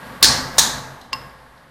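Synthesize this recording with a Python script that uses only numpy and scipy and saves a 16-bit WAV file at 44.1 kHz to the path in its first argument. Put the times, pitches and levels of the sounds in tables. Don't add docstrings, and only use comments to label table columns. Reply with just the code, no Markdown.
import sys
import numpy as np
from scipy import signal
from scipy.fft import rfft, irfft, next_fast_len
from scipy.io import wavfile
from scipy.ndimage import uniform_filter1d

SR = 44100
rng = np.random.default_rng(int(sys.argv[2]) if len(sys.argv) > 2 else 0)


def volts(x):
    e = np.asarray(x, float) / 20
    return 10 ** e


def pcm_store(signal):
    levels = np.round(np.clip(np.atleast_2d(signal), -1, 1) * 32767)
    wavfile.write(sys.argv[1], SR, levels.astype(np.int16).T)


N = 74970


def unit(x):
    return x / np.sqrt(np.mean(x ** 2) + 1e-20)


def along(points, hz):
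    point_hz, value = np.transpose(points)
    return np.interp(np.log(hz + 1), np.log(point_hz + 1), value)


def filtered(x, gain):
    size = 2 * next_fast_len(N // 2 + 4096)
    cepstrum = irfft(np.log(np.abs(gain(np.fft.rfftfreq(size, 1 / SR))) + 1e-6), size)
    cepstrum[1:size // 2] *= 2
    cepstrum[size // 2 + 1:] = 0
    return irfft(rfft(x, size) * np.exp(rfft(cepstrum)), size)[:N]


def peaks(modes, hz):
    power = 0
    for center, width, db in modes:
        damping = (hz * width) ** 2
        power = power + volts(2 * db) * damping / ((center * center - hz * hz) ** 2 + damping)
    return np.sqrt(power)


def even(gain):
    return lambda hz: unit(gain(hz))


def bursts(rows, rise_s):
    t = np.arange(N) / SR
    shape = np.zeros(N)
    for start, db, t60 in rows:
        age = np.clip(t - start, 0, None)
        shape += volts(db - 60 * age / abs(t60)) * (1 - np.exp(-age / rise_s))
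    return shape * rng.standard_normal(N)


# frequency_hz, t60_s
ROOM_DECAY = [(200, 3.6), (1000, 1.0), (2500, 0.5), (3900, 0.43), (5000, 0.47), (7000, 0.41), (10000, .35),
              (15000, 0.35)]


def echo():
    hz, t, z = signal.stft(rng.standard_normal(SR + SR // 2), SR, nperseg=256)
    fall_db = -60 * t / along(ROOM_DECAY, hz)[:, None]
    decay = volts(fall_db) + volts(-29 + fall_db / 2.64)
    tail = signal.istft(z * decay, SR, nperseg=256)[1]
    tail = tail * (1 - np.exp(-np.arange(len(tail)) / SR / 0.0022))
    return tail / np.linalg.norm(tail)


def room(x, wet_db):
    return x + volts(wet_db) * signal.fftconvolve(x, echo())[:N]


# time_s, rumble_level_db
GATE_LEVEL = [(0.0, -43.5), (0.052, -41), (0.17, -42), (0.198, -45.5), (0.226, -36), (0.288, -25.5),
              (0.516, -39), (0.658, -31.5), (0.724, -36.5), (1.116, -55.5), (1.13, -38.5), (1.182, -43.5),
              (1.372, -53), (1.7, -56.5)]
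# frequency_hz, density_db_per_hz
RUMBLE_TONE = [(20, -44.5), (38, -26), (52, -5.5), (120, -1.5), (240, -1.5), (400, -15.5), (700, -30.5),
               (1500, -120)]
# frequency_hz, width_hz, level_db
DRONE_MODES = [(55.5, 4, -1), (133.9, 9, -1), (257.6, 17, -5.5), (524, 31, -7), (878, 47, -5),
               (1125, 71, -6.5), (1642, 45, -6)]
# frequency_hz, density_db_per_hz
AIR_TONE = [(250, -22), (500, -8), (950, -7), (1950, -10.5), (2450, -20), (4200, -21.5), (6500, -31.5),
            (14000, -29)]


def workshop():
    air_db, drone_db, air_follows = 5.5, 4, 0.84
    time, db = np.transpose(GATE_LEVEL)
    level_db = np.interp(np.arange(N) / SR, time, db)

    def noise(gain):
        return unit(filtered(rng.standard_normal(N), gain))

    rumble = noise(lambda hz: volts(along(RUMBLE_TONE, hz)))
    drone = noise(lambda hz: peaks(DRONE_MODES, hz) ** 2)
    air = noise(lambda hz: volts(along(AIR_TONE, hz)))
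    low = rumble + volts(drone_db) * drone
    air_level_db = air_db + db.min() + air_follows * (level_db - db.min())
    return volts(level_db - 3) * low + volts(air_level_db) * air


# start_s, level_db, length_s
SCRAPES = [
    (.06, -53, 0.017),
    (1.013, -36, 0.0077),
    (1.04, -52.5, 0.018),
    (1.575, -57, 0.016),
]
# frequency_hz, level_db
SCRAPE_TONE = [(1500, -35), (3000, 4.5), (4000, 7.5), (7000, -5.5), (12000, -10.5), (15000, -11.5)]


def gloves():
    rows = [(start, db + 3.5, 3 * length) for start, db, length in SCRAPES]
    scrape = filtered(bursts(rows, rise_s=.002), even(lambda hz: volts(along(SCRAPE_TONE, hz))))
    return room(scrape, wet_db=-2.5)


def lighter(contacts, tone, modes, wall_tone, wall_modes, wet_db):
    def ringing(points, resonances):
        return even(lambda hz: volts(along(points, hz)) * (1 + volts(-1.5) * peaks(resonances, hz)))

    rows = [(start, db + 1.5, 2 * ring) for start, db, ring in contacts]
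    near = filtered(bursts(rows, rise_s=0.00029), ringing(tone, modes))
    first_blow = max(contacts[:3], key=lambda row: row[1])[0]
    answer = np.pad(echo(), (round(first_blow * SR), N))[:N]
    return near + volts(wet_db) * np.sqrt(SR / 20) * filtered(answer, ringing(wall_tone, wall_modes))


# start_s, level_db, ring_s
STRIKE_CONTACTS = [
    (.2250, -18.5, 0.0093),
    (.2275, 8, 0.0043),
    (.2303, 0, 0.0072),
    (.2325, -6, .003),
    (.2358, -5, 0.0031),
    (.2398, -0.5, 0.0041),
    (.2445, 9, 0.0037),
    (.2486, -12, 0.008),
    (.2548, -8.5, 0.0049),
]
# frequency_hz, density_db_per_hz
STRIKE_BODY = [(180, -55), (300, -12), (546, -17.5), (1340, -21.5), (1660, -11.5), (2480, -21.5),
               (3640, -1.5), (4370, -7.5), (16000, -23)]
# frequency_hz, width_hz, level_db
STRIKE_MODES = [(1700, 150, -2), (3870, 250, -10), (4440, 250, 1.5), (4850, 300, -6), (5400, 400, 2),
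                (9300, 600, -2)]
# frequency_hz, density_db_per_hz
STRIKE_WALLS = [(500, -25.5), (900, -23.5), (1800, -11), (2730, -15.5), (3700, -7.5), (4400, -5.5),
                (7000, -9), (15500, -29)]
# frequency_hz, width_hz, level_db
STRIKE_WALL_MODES = [(1700, 150, -0.5), (4300, 160, 8.5), (4830, 360, 1.5), (5400, 460, 3.5),
                     (6500, 250, -4), (9050, 500, 4.5)]


def strike():
    return lighter(STRIKE_CONTACTS, STRIKE_BODY, STRIKE_MODES, STRIKE_WALLS, STRIKE_WALL_MODES, wet_db=-7.5)


# start_s, level_db, t60_s, top_hz
BARE_CONTACTS = [
    (.2254, -17, 0.006, 1515),
    (0.228, 9.5, 0.0087, 14000),
    (.5828, 0.5, 0.01, 8970),
    (0.5831, -16, 0.0059, 1800),
]


def cracks():
    total = np.zeros(N)
    for start, db, t60, top_hz in BARE_CONTACTS:
        dull = even(lambda hz: hz / (hz + 400) / (1 + (hz / top_hz) ** 4))
        total += filtered(bursts([(start, db, t60)], rise_s=0.00027), dull)
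    return total


# start_s, level_db, ring_s
SNAP_CONTACTS = [
    (.5742, -26, .004),
    (.5805, -22, .006),
    (.5826, 2, .004),
    (.5858, 2, .003),
    (.5872, 3, .0045),
    (.5908, 0, .004),
    (.5930, 2, .005),
    (.5953, -2, .004),
    (.604, -5, .0008),
    (.6123, -7, .0008),
]
# frequency_hz, density_db_per_hz
SNAP_BODY = [(180, -42), (300, -9.5), (1120, -6), (1340, -22.5), (1780, -2.5), (2700, -20), (3760, -3),
             (6960, -8), (16000, -13.5)]
# frequency_hz, width_hz, level_db
SNAP_MODES = [(1800, 200, 4), (3860, 400, 0), (5500, 400, 6), (6700, 600, 14.5), (9200, 600, 2),
              (10680, 30, 7)]
# frequency_hz, density_db_per_hz
SNAP_WALLS = [(500, -27.5), (900, -9.5), (1750, -18.5), (2950, -17.5), (3500, -9.5), (4800, -10),
              (6850, -6), (15500, -19.5)]
# frequency_hz, width_hz, level_db
SNAP_WALL_MODES = [(1740, 170, 11.5), (3947, 430, 13.5), (4200, 200, -8), (6400, 550, 3.5), (8700, 500, -4)]


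def snap():
    return lighter(SNAP_CONTACTS, SNAP_BODY, SNAP_MODES, SNAP_WALLS, SNAP_WALL_MODES, wet_db=-11.5)


# start_s, pitch_hz, level_db, t60_s
CAP_NOTE = (-3.3, 10679, -30, 0.4)


def cap():
    start, pitch_hz, db, t60 = CAP_NOTE
    age = np.clip(np.arange(N) / SR - start, 0, None)
    return volts(db - 60 * age / t60) * np.sin(2 * np.pi * pitch_hz * age)


# start_s, level_db, crack_over_ring_db
CAN_TAPS = [
    (1.1287, -29, 2),
    (1.1305, -9, 3),
    (1.1352, -28, 12),
    (1.197, -42, 2),
    (1.216, -46, 8),
    (1.2958, -46, 2),
    (1.3881, -42, -3),
]
# pitch_hz, level_db, t60_s
CAN_MODES = [(896, -24, .3), (1071, -4, .1), (2752, -4, .065), (2790, -27, .2), (3216, -20, .03),
             (3900, -20, .03), (4656, -11, .03), (4908, -14, .03), (5057, -6, .04), (5165, -23, .4),
             (5105, -28, .3), (5520, -10, .015), (7800, -26, .04)]
# frequency_hz, level_db
CRACK_TONE = [(500, -39), (1000, -24), (2300, -12.5), (4200, -10), (5100, 4), (6100, -20), (8300, -22),
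              (12000, -37.5)]


def can():
    wall = np.zeros(N + SR)
    t = np.arange(SR // 3) / SR
    for start, db, _ in CAN_TAPS:
        ring = np.zeros(len(t))
        for pitch_hz, level, t60 in CAN_MODES:
            decay = volts(level + rng.normal(0, 1.0) - 60 * t / t60)
            ring += decay * np.sin(2 * np.pi * (pitch_hz * t + rng.random()))
        wall[round(start * SR):][:len(t)] += volts(db - 6) * ring * (1 - np.exp(-t / .0003))
    rows = [(start, db + over, .011) for start, db, over in CAN_TAPS]
    crack = filtered(bursts(rows, rise_s=0.000305), even(lambda hz: volts(along(CRACK_TONE, hz))))
    return room(wall[:N] + crack, wet_db=-16)


def scene():
    x = workshop() + gloves() + strike() + cracks() + snap() + cap() + can()
    return np.array([x, x])


# center_s, half_length_s, above_hz
TREBLE_DROPS = [
    (.2190, .0030, 3500),
    (.5778, .0018, 4500),
    (1.120, .006, 7500),
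]


def moving_treble(x):
    hz, t, z = signal.stft(x, SR, nperseg=1024)
    at = np.minimum((t * SR).astype(int), N - 1)
    level_db = 10 * np.log10(uniform_filter1d(x ** 2, 2048)[at] + 1e-9)
    step_hz = 800
    wanted_hz = 12650 + 82 * (level_db + 50)
    top_hz = 12800 + step_hz * np.round((wanted_hz - 12800) / step_hz)
    x = signal.istft(z * (hz[:, None] < top_hz), SR, nperseg=1024)[1][:N]
    for center, half, above_hz in TREBLE_DROPS:
        highpass = signal.butter(6, above_hz, "high", fs=SR, output="sos")
        treble = signal.sosfiltfilt(highpass, x)
        x = x - treble * np.exp(-((np.arange(N) / SR - center) / half) ** 4)
    return x


def low_pass(x):
    return signal.sosfilt(signal.butter(12, 16520, fs=SR, output="sos"), x)


def record(dry):
    ceiling, knee = 1, 2.6
    clipped = dry[0] / (1 + np.abs(dry[0] / ceiling) ** knee) ** (1 / knee)
    x = moving_treble(clipped)
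    overload = x ** 2 * rng.standard_normal(N)
    trace = volts(-24) * filtered(overload, lambda hz: peaks([(4000, 2000, 0)], hz))
    return low_pass(np.array([x + trace, x - trace]))


dry = scene()
out = record(dry)
pcm_store(out)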